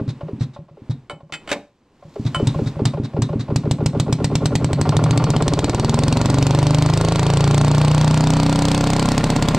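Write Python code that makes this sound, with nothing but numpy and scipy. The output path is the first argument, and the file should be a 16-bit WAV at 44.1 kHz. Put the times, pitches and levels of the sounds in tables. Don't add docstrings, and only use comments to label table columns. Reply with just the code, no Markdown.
import sys
import numpy as np
from scipy import signal
from scipy.fft import rfft, irfft, next_fast_len
from scipy.io import wavfile
from scipy.ndimage import uniform_filter1d

SR = 44100
rng = np.random.default_rng(int(sys.argv[2]) if len(sys.argv) > 2 else 0)


def persist_wave(psi):
    counts = np.round(np.clip(psi, -1, 1) * 32767).astype(np.int16)
    wavfile.write(sys.argv[1], SR, np.atleast_2d(counts).T)


N = 422478
TIME = np.arange(N) / SR
CAUGHT_S, SKIPPING_S = 3.5609, 9.14

# time_s, turns_per_s
SPEED = [(3.56, 6.573), (3.8, 6.655), (4.05, 7.772), (4.4, 9.641), (4.8, 12.32), (5.2, 15.356),
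         (5.6, 18.685), (6.0, 21.579), (6.4, 24.098), (6.8, 26.034), (7.2, 27.816), (7.6, 29.43),
         (8.0, 30.59), (8.5, 31.567), (9.1, 32.633), (9.58, 32.605)]
# turns_before_exhaust, delay_s, level_db, db_per_speed_doubling, full_pull_db
SLAP_STROKE = (.52, 0, -31, -1.5, 1)
# start_s, slap_db
ROCKS = [(.562, -35), (.684, -44), (1.104, -39), (1.204, -42.5), (1.296, -43), (2.024, -41)]
# time_s, left_lag_samples, crack_db, thump_db, shell_db
LISTENER = [(7.1, 1, 0, 0, -35), (7.7, 1, 0, 0, -16), (8.6, .2, 1.5, -3, -1)]
# freq_hz, density_db
HISS_COLOUR = [(700, -42), (1400, 0), (2500, 0), (3300, -5), (4400, -7.5), (6000, -13.5), (8200, -14.5),
               (10000, -25), (14000, -35), (16000, -41)]
CASTING_COLOUR = [(100, -4), (250, 8), (600, 10.5), (900, 8.5), (1500, -7.5), (2600, -9.5), (5000, -17.5),
                  (9000, -48.5)]


def from_db(db):
    return 10 ** (np.asarray(db) / 20)


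def at_time(rows, time_s):
    knots_s, *columns = np.transpose(rows)
    return [np.interp(time_s, knots_s, c) for c in columns]


def noise(colour, size):
    # freq_hz, correlation
    likeness = [(100, 1), (1500, 1), (2500, .97), (5000, .78), (14000, .65)]
    log_hz = np.log(np.arange(size // 2 + 1) * SR / size + 1)
    curves = np.transpose(colour), np.transpose(likeness)
    level_db, alike = (np.interp(log_hz, np.log(hz), values) for hz, values in curves)
    mid, side = rfft(rng.standard_normal((2, size))) * from_db(level_db)
    x = irfft(np.sqrt(1 + alike) * mid + np.sqrt(1 - alike) * side * [[1], [-1]], size)
    return x / x.std()


def long_noise(colour):
    return noise(colour, next_fast_len(N, True))[:, :N]


def grain(samples):
    x = uniform_filter1d(rng.standard_normal(N), samples)
    return x / x.std()


def clicks(events, spread_db):
    start_s, level_db = np.transpose(events)
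    gains = from_db(level_db + spread_db * rng.standard_normal(len(start_s)))
    return np.bincount(np.clip(start_s * SR, 0, N).astype(int), gains, N + 1)[:N] + 1e-18


def ring(events, modes, soft_hz, spread_db=0, swoop_cycles=0, alternate=False):
    start_s, blow_db = np.transpose(events)
    doublings, out = effort(start_s)[0], 0
    for k, (hz, level_db, t60_s, rise_db) in enumerate(modes):
        sign = -1 if alternate and k % 2 else 1
        r, w = from_db(-60 / (t60_s * SR)), 2 * np.pi * hz / SR
        late_s = swoop_cycles * (1 / hz - 1 / modes[-1][0])
        blows = clicks(np.c_[start_s + late_s, blow_db + level_db + rise_db * doublings], spread_db)
        out = out + sign * signal.lfilter([0, np.sin(w)], [1, -2 * r * np.cos(w), r * r], blows)
    return signal.sosfilt(signal.butter(2, soft_hz, fs=SR, output="sos"), out)


def bursts(events, rise_s, fall_s, spread_db=0):
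    t = TIME[:SR // 4]
    shape = (1 - np.exp(-t / rise_s)) ** 2 * np.exp(-t / fall_s)
    return signal.oaconvolve(clicks(events, spread_db), shape / shape.max())[:N]


def bouncing(events, gap_s, loss_db, count=3):
    gaps_s = gap_s * rng.uniform(.4, 1.6, (len(events), count))
    start_s = events[:, :1] + np.cumsum(gaps_s, axis=1) - gaps_s[:, :1]
    return np.c_[start_s.ravel(), (events[:, 1:] - loss_db * np.arange(count)).ravel()]


def radiate(x, low_hz):
    return signal.sosfilt(signal.butter(1, low_hz, "high", fs=SR, output="sos"), x)


def crank_turns():
    turns = np.cumsum(at_time(SPEED, TIME)[0]) / SR
    return turns - np.interp(CAUGHT_S, TIME, turns)


def effort(time_s):
    window_s, full_turns_per_s2 = .4, 8
    before, now, after = (at_time(SPEED, time_s + d)[0] for d in (-window_s / 2, 0, window_s / 2))
    return np.log2(now / SPEED[0][1]), np.clip((after - before) / window_s / full_turns_per_s2, 0, 1)


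def strokes(stroke):
    lead_turn, delay_s, level_db, speed_db, pull_db = stroke
    turns = crank_turns()
    start_s = np.interp(np.arange(turns[-1] + lead_turn) - lead_turn, turns, TIME) + delay_s
    doublings, pull = effort(start_s)
    return np.c_[start_s, level_db + speed_db * doublings + pull_db * pull]


def slow_strokes(stroke, column):
    # dead_centre_s, port_opens_s, slap_db, gulp_db, intake_db, thump_db, crack_db
    slow_turns = [(-.095, .078, -60, -60, -16, -17.5, -26), (.208, .408, -30.5, -18, -19, -14, -28.5),
                  (.695, .895, -55, -50, -32, -16, -30), (2.1, 2.254, -55, -50, -17, -13.5, -22),
                  (2.352, 2.47, -35, -14, -9, -10, -13), (2.545, 2.662, -25.5, -10.5, -12, -16.5, -23),
                  (2.755, 2.854, -36, -14, -11, -10.5, -10), (2.935, 3.034, -25.5, -16, -14, -20.5, -26),
                  (3.133, 3.219, -36, -13.5, -10, -12.5, -13), (3.29, 3.395, -26.5, -14, -12, -19, -24)]
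    columns = np.transpose(slow_turns)
    centre_s, port_s = columns[:2]
    share = (stroke[0] / SLAP_STROKE[0]) ** 1.6
    return np.c_[port_s - share * (port_s - centre_s) + (1 - share) * stroke[1], columns[column]]


def skip_firings(events, loss_db, boost_db):
    change_db = np.where(np.arange(len(events)) % 2 == 1, loss_db, boost_db)
    return events + np.outer((events[:, 0] > SKIPPING_S) * change_db, [0, 1])


def yard(x, wet_db, t60_s, onset_s):
    # freq_hz, density_db
    colour = [(40, -16), (200, 11.5), (1000, -5), (4000, -7), (9000, -8), (16000, -4.5)]
    t = TIME[:SR // 2]
    tail = noise(colour, len(t)) * from_db(-60 * t / t60_s) * (1 - np.exp(-(t / onset_s) ** 2))
    tail /= np.sqrt(np.sum(tail ** 2) / 2)
    return x + from_db(wet_db) * signal.oaconvolve(x, tail, axes=1)[:, :N]


def friction(swell_db, grain_db, shake_db):
    # time_s, level_db
    rubbing = [(0.0, -60), (0.44, -62), (0.7, -75), (.88, -63), (1.25, -77), (1.49, -57), (1.72, -77),
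               (1.97, -70), (2.45, -48), (2.98, -58), (3.5, -56)]
    # freq_hz, density_db
    rumble_colour = [(30, 4), (90, 5), (250, 7.5), (450, 1.5), (700, -4), (1050, -3.5), (1600, -18.5),
                     (3000, -45.5)]
    rubbing_db, doublings = at_time(rubbing, TIME)[0], effort(TIME)[0]
    angle, running = 2 * np.pi * crank_turns(), TIME > CAUGHT_S
    swell = from_db(swell_db * running * np.cos(angle + 2 * np.pi * .053))
    hiss_db = rubbing_db + 1.5 + 8.2 * doublings + grain_db * running * grain(samples=180)
    hiss = from_db(hiss_db) * long_noise(HISS_COLOUR)
    rumble = from_db(rubbing_db + 14 + 5.8 * doublings) * long_noise(rumble_colour)
    frame = from_db(shake_db) * running * (at_time(SPEED, TIME)[0] / SPEED[-1][1]) ** 2 * np.cos(angle)
    return swell * (hiss + rumble) + frame


def crank_handle(ring_db, scrape_db, casting_db, shaft_db):
    # start_s, handle_db, socket_db, scrape_db, shaft_and_casting_db
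    clanks = [(1.097, -26, -36, -37, -27.5), (1.323, -34, -26, -25, -35), (1.337, -33, -22, -28, -48),
              (1.475, -39, -36, -34, -32.5), (1.491, -28, -31, -29, -43), (1.501, -27, -30, -30, -41),
              (1.515, -36, -26, -12, -18), (2.346, -12, -30, -25, -26)]
    # pitch_hz, level_db, t60_s, db_per_speed_doubling
    handle_modes = [(1035, -2, .1, 0), (1346, 3, .075, 0), (1415, 0, .09, 0), (3018, -1.5, .16, 0),
                    (7639, -17, .16, 0), (8565, -15, .14, 0)]
    socket_modes = [(1367, -6, .1, 0), (1900, -5, .1, 0), (2083, -3, .11, 0), (2557, -3, .13, 0),
                    (3060, 2, .08, 0), (3540, -2, .06, 0), (4538, -8, .12, 0), (7590, -8, .13, 0),
                    (9100, -22, .17, 0)]
    shaft_modes = [(587, -4, .2, 0), (807, -5, .2, 0), (1750, -6, .14, 0), (2213, 0, .11, 0),
                   (3849, -10, .12, 0)]
    # time_s, level_db
    spinning = [(1.9, -80), (2.2, -58), (2.5, -57), (2.68, -52), (2.8, -75)]
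    # freq_hz, density_db
    spin_colour = [(1500, -20), (3000, -4), (4200, 0), (7500, -5), (10000, -19), (13000, -17), (16000, -35)]
    handle_hits, socket_hits, contacts, shaft_hits = (np.array(clanks)[:, [0, k]] for k in (1, 2, 3, 4))
    steel = ring(handle_hits, handle_modes, soft_hz=12000, spread_db=1, swoop_cycles=2.3)
    steel += ring(socket_hits, socket_modes, soft_hz=12000, spread_db=1, swoop_cycles=2)
    shaft = ring(shaft_hits, shaft_modes, soft_hz=9000, spread_db=1, swoop_cycles=2)
    skids = bouncing(contacts, gap_s=.007, loss_db=6)
    scrape = bursts(skids, rise_s=.00018, fall_s=.007, spread_db=1.2) * long_noise(HISS_COLOUR)
    casting = bursts(shaft_hits, rise_s=.00033, fall_s=.022, spread_db=.6) * long_noise(CASTING_COLOUR)
    spin = from_db(at_time(spinning, TIME)[0] + 3 * grain(samples=60)) * long_noise(spin_colour)
    ringing = from_db(ring_db) * steel + from_db(shaft_db) * shaft
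    return ringing + from_db(scrape_db) * scrape + from_db(casting_db) * casting + spin


def knocking(slap_db, knock_db, loose_db, grit_db):
    # pitch_hz, level_db, t60_s, db_per_speed_doubling
    slap_modes = [(573, 7, .045, 0), (676, 5.5, .02, 0), (870, -2, .04, 0), (1062, 1, .06, 0)]
    knock_modes = [(346, -3, 0.069, 0), (400.2, 6, 0.14, 0), (451, -3, 0.082, 0.24), (544, 2, 0.073, 0),
                   (615, -0.5, 0.07, 0), (807, -4, 0.063, 1.4)]
    loose_modes = [(735, -4, .04, 0), (950, -4, .036, 0), (1070, 0, .045, 0), (1172, -4, .06, 0),
                   (1385, -3.5, .041, 0)]
    # turns_before_exhaust, delay_s, level_db, db_per_speed_doubling, full_pull_db
    knock_stroke = (.39, 0, -21.3, -2.6, 2.5)
    chatter_stroke = (.29, 0, -31, 4.6, 2.5)
    slaps = np.r_[ROCKS, slow_strokes(SLAP_STROKE, column=2), strokes(SLAP_STROKE)]
    knocks = np.r_[slow_strokes(knock_stroke, column=4) - [0, 8.5], strokes(knock_stroke)]
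    rattles = np.c_[4.853 + .069 * np.arange(9), np.full(9, -17)]
    jolts = np.r_[strokes(chatter_stroke), knocks - [0, 11], slaps - [0, 7]]
    shaken = bouncing(jolts, gap_s=.005, loss_db=3.5)
    slap = ring(slaps, slap_modes, soft_hz=1850, spread_db=1, swoop_cycles=4.95)
    knock = ring(knocks, knock_modes, soft_hz=1080, spread_db=.5, swoop_cycles=5.5)
    loose = ring(np.r_[rattles, shaken], loose_modes, soft_hz=3000, spread_db=1.2, swoop_cycles=4.24)
    grit = bursts(np.r_[slaps, rattles, knocks - [0, 7]], rise_s=.00077, fall_s=.012, spread_db=.5)
    iron = from_db(slap_db) * slap + from_db(knock_db) * knock + from_db(loose_db) * loose
    return radiate(iron, low_hz=200) + from_db(grit_db) * grit * long_noise(CASTING_COLOUR)


def breathing_ports():
    # pitch_hz, level_db, t60_s, db_per_speed_doubling
    gulp_modes = [(114, 3, .018, -2.6), (148, 1, .068, -.5), (350, -11, .056, -1), (560, -8, .09, -6)]
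    intake_modes = [(124.1, 4.5, .066, -2), (220, 1, .069, -4.5), (262, -6, .055, -2.5)]
    # turns_before_exhaust, delay_s, level_db, db_per_speed_doubling, full_pull_db
    gulp_stroke = (.48, .0049, -14, -2, -1)
    intake_stroke = (.293, .0069, -12.5, -.9, 1)
    rocking = np.array(ROCKS) + [.028, 9]
    gulps = np.r_[rocking, slow_strokes(gulp_stroke, column=3), strokes(gulp_stroke)]
    intakes = np.r_[slow_strokes(intake_stroke, column=4), strokes(intake_stroke)]
    gulp = ring(gulps, gulp_modes, soft_hz=460, spread_db=.7)
    return radiate(gulp - ring(intakes, intake_modes, soft_hz=390), low_hz=115)


def drone(lead_turn):
    # speed_multiple, level_db
    harmonics = [(5, -29), (6, -28), (8, -22), (11, -24)]
    # centre_hz, half_width_hz, gain_db
    resonances = [(135, 32, 0), (228, 26, -2.5)]
    speed_hz, angle, out = at_time(SPEED, TIME)[0], 2 * np.pi * (crank_turns() + lead_turn), 0
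    for multiple, level_db in harmonics:
        pitch_hz = multiple * speed_hz
        lift = sum(from_db(db) / (1 + ((pitch_hz - hz) / half_hz) ** 4) for hz, half_hz, db in resonances)
        out = out + from_db(level_db) * lift * np.cos(multiple * angle)
    return out * effort(TIME)[1] ** 2


def pipe_note(width_hz):
    # time_s, pitch_hz
    warming = [(3.2, 3780), (5.0, 4430)]
    waver = signal.sosfilt(signal.butter(2, width_hz, fs=SR, output="sos"), rng.standard_normal(N))
    return waver / waver.std() * np.cos(2 * np.pi * np.cumsum(at_time(warming, TIME)[0]) / SR)


def exhaust_thump():
    # pitch_hz, level_db, t60_s, db_per_speed_doubling
    silencer_modes = [(125.7, 5.5, .081, -1.8), (140.6, -5, .12, 4.5), (216.6, -8.5, .068, 3),
                      (263.3, -13, .057, 3), (481.5, -15, .04, 3)]
    shell_modes = [(192, -5, .13, 0), (250, -9, .08, 0)]
    # turns_before_exhaust, delay_s, level_db, db_per_speed_doubling, full_pull_db
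    thump_stroke = (.009, .00055, -12, -2.1, .8)
    thumps = skip_firings(strokes(thump_stroke), loss_db=-10, boost_db=2.5)
    pushes = slow_strokes(thump_stroke, column=5)
    swings = np.r_[pushes - [0, 3], pushes + [.0083, -5]]
    thump_db, shell_db = at_time(LISTENER, TIME)[2:]
    cranked = ring(swings, silencer_modes, soft_hz=450)
    running = from_db(thump_db) * ring(thumps, silencer_modes, soft_hz=1750)
    shell = from_db(shell_db) * ring(thumps, shell_modes, soft_hz=1750)
    return radiate(cranked + running, low_hz=50) + shell


def exhaust_gas(tail_db, sigh_db, note_db):
    # pitch_hz, level_db, t60_s, db_per_speed_doubling
    blowdown_modes = [(178, -15.5, .06, 4), (340, -9, .015, 1.5)]
    pop_modes = [(600, 3.5, .009, 1.6), (940, 1.5, .012, 2.2)]
    # freq_hz, density_db
    jet_colour = [(300, -3), (900, 3), (1600, -2), (3000, 2.5), (4500, 2), (6500, -1), (8300, 1.5),
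                  (9300, -12), (11000, -23), (14000, -21), (16000, -57)]
    tail_colour = [(800, 7), (2200, 0.5), (3100, -4.5), (3800, 8), (4500, 1), (6000, -4), (8200, -9.5),
                   (10000, -23), (16000, -41.5)]
    # turns_before_exhaust, delay_s, level_db, db_per_speed_doubling, full_pull_db
    crack_stroke = (.009, -.0003, -19.4, .7, 2.2)
    # start_s, level_db
    stray_puffs = [(.4064, -31), (.5437, -40)]
    full_bang_db, lag_s_per_db = -11, .0007
    cracks = skip_firings(strokes(crack_stroke), loss_db=-27, boost_db=3)
    puffs = slow_strokes(crack_stroke, column=6)
    puffs[:, 0] += lag_s_per_db * np.maximum(full_bang_db - puffs[:, 1], 0)
    puffs = np.r_[puffs, stray_puffs]
    fired = puffs[:, 1] > -17
    bangs, gas = np.r_[puffs[fired] - [0, 7], cracks], np.r_[puffs + [0, 2.5], cracks]
    blowdown = ring(bangs, blowdown_modes, soft_hz=3000)
    pop = ring(bangs, pop_modes, soft_hz=2500, alternate=True)
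    fast = at_time(SPEED, cracks[:, 0])[0] > 11
    crack_db = at_time(LISTENER, TIME)[1] - .3
    jet = from_db(crack_db) * bursts(cracks[fast], rise_s=.00031, fall_s=.0024, spread_db=1.2)
    jet += bursts(np.r_[puffs[fired] - [0, 8], cracks[~fast] + [0, 1.5]], rise_s=.00049, fall_s=.0049)
    tail = from_db(tail_db) * bursts(gas, rise_s=.0025, fall_s=.018, spread_db=1)
    sighs = bouncing(puffs[~fired] - [.012, 5], gap_s=.008, loss_db=1)
    tail += from_db(sigh_db) * bursts(sighs, rise_s=.005, fall_s=.005)
    note = from_db(note_db) * bursts(gas, rise_s=.003, fall_s=.02, spread_db=1) * pipe_note(width_hz=220)
    return jet * long_noise(jet_colour) + tail * long_noise(tail_colour) + note - blowdown - pop


def scene():
    engine = exhaust_thump() + exhaust_gas(tail_db=-20, sigh_db=-11, note_db=-21.5)
    engine += drone(lead_turn=.14) + breathing_ports()
    engine += knocking(slap_db=-4.5, knock_db=-4.5, loose_db=-5, grit_db=-5.5)
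    handle = crank_handle(ring_db=-6.5, scrape_db=-4, casting_db=-2.5, shaft_db=-6)
    rush = friction(swell_db=3.5, grain_db=2.5, shake_db=-27)
    left, right = yard(engine + handle, wet_db=-14.5, t60_s=.29, onset_s=.0043) + rush
    lag_samples = at_time(LISTENER, TIME)[0]
    delayed = np.r_[0, left[:-1]]
    return np.array([left + lag_samples * (delayed - left), right])


def record(dry):
    ceiling, cutoff_hz = .65, 16000
    rounded = ceiling * np.tanh(dry / ceiling)
    return signal.sosfilt(signal.ellip(10, .1, 80, cutoff_hz, fs=SR, output="sos"), rounded)


dry = scene()
out = record(dry)
persist_wave(out)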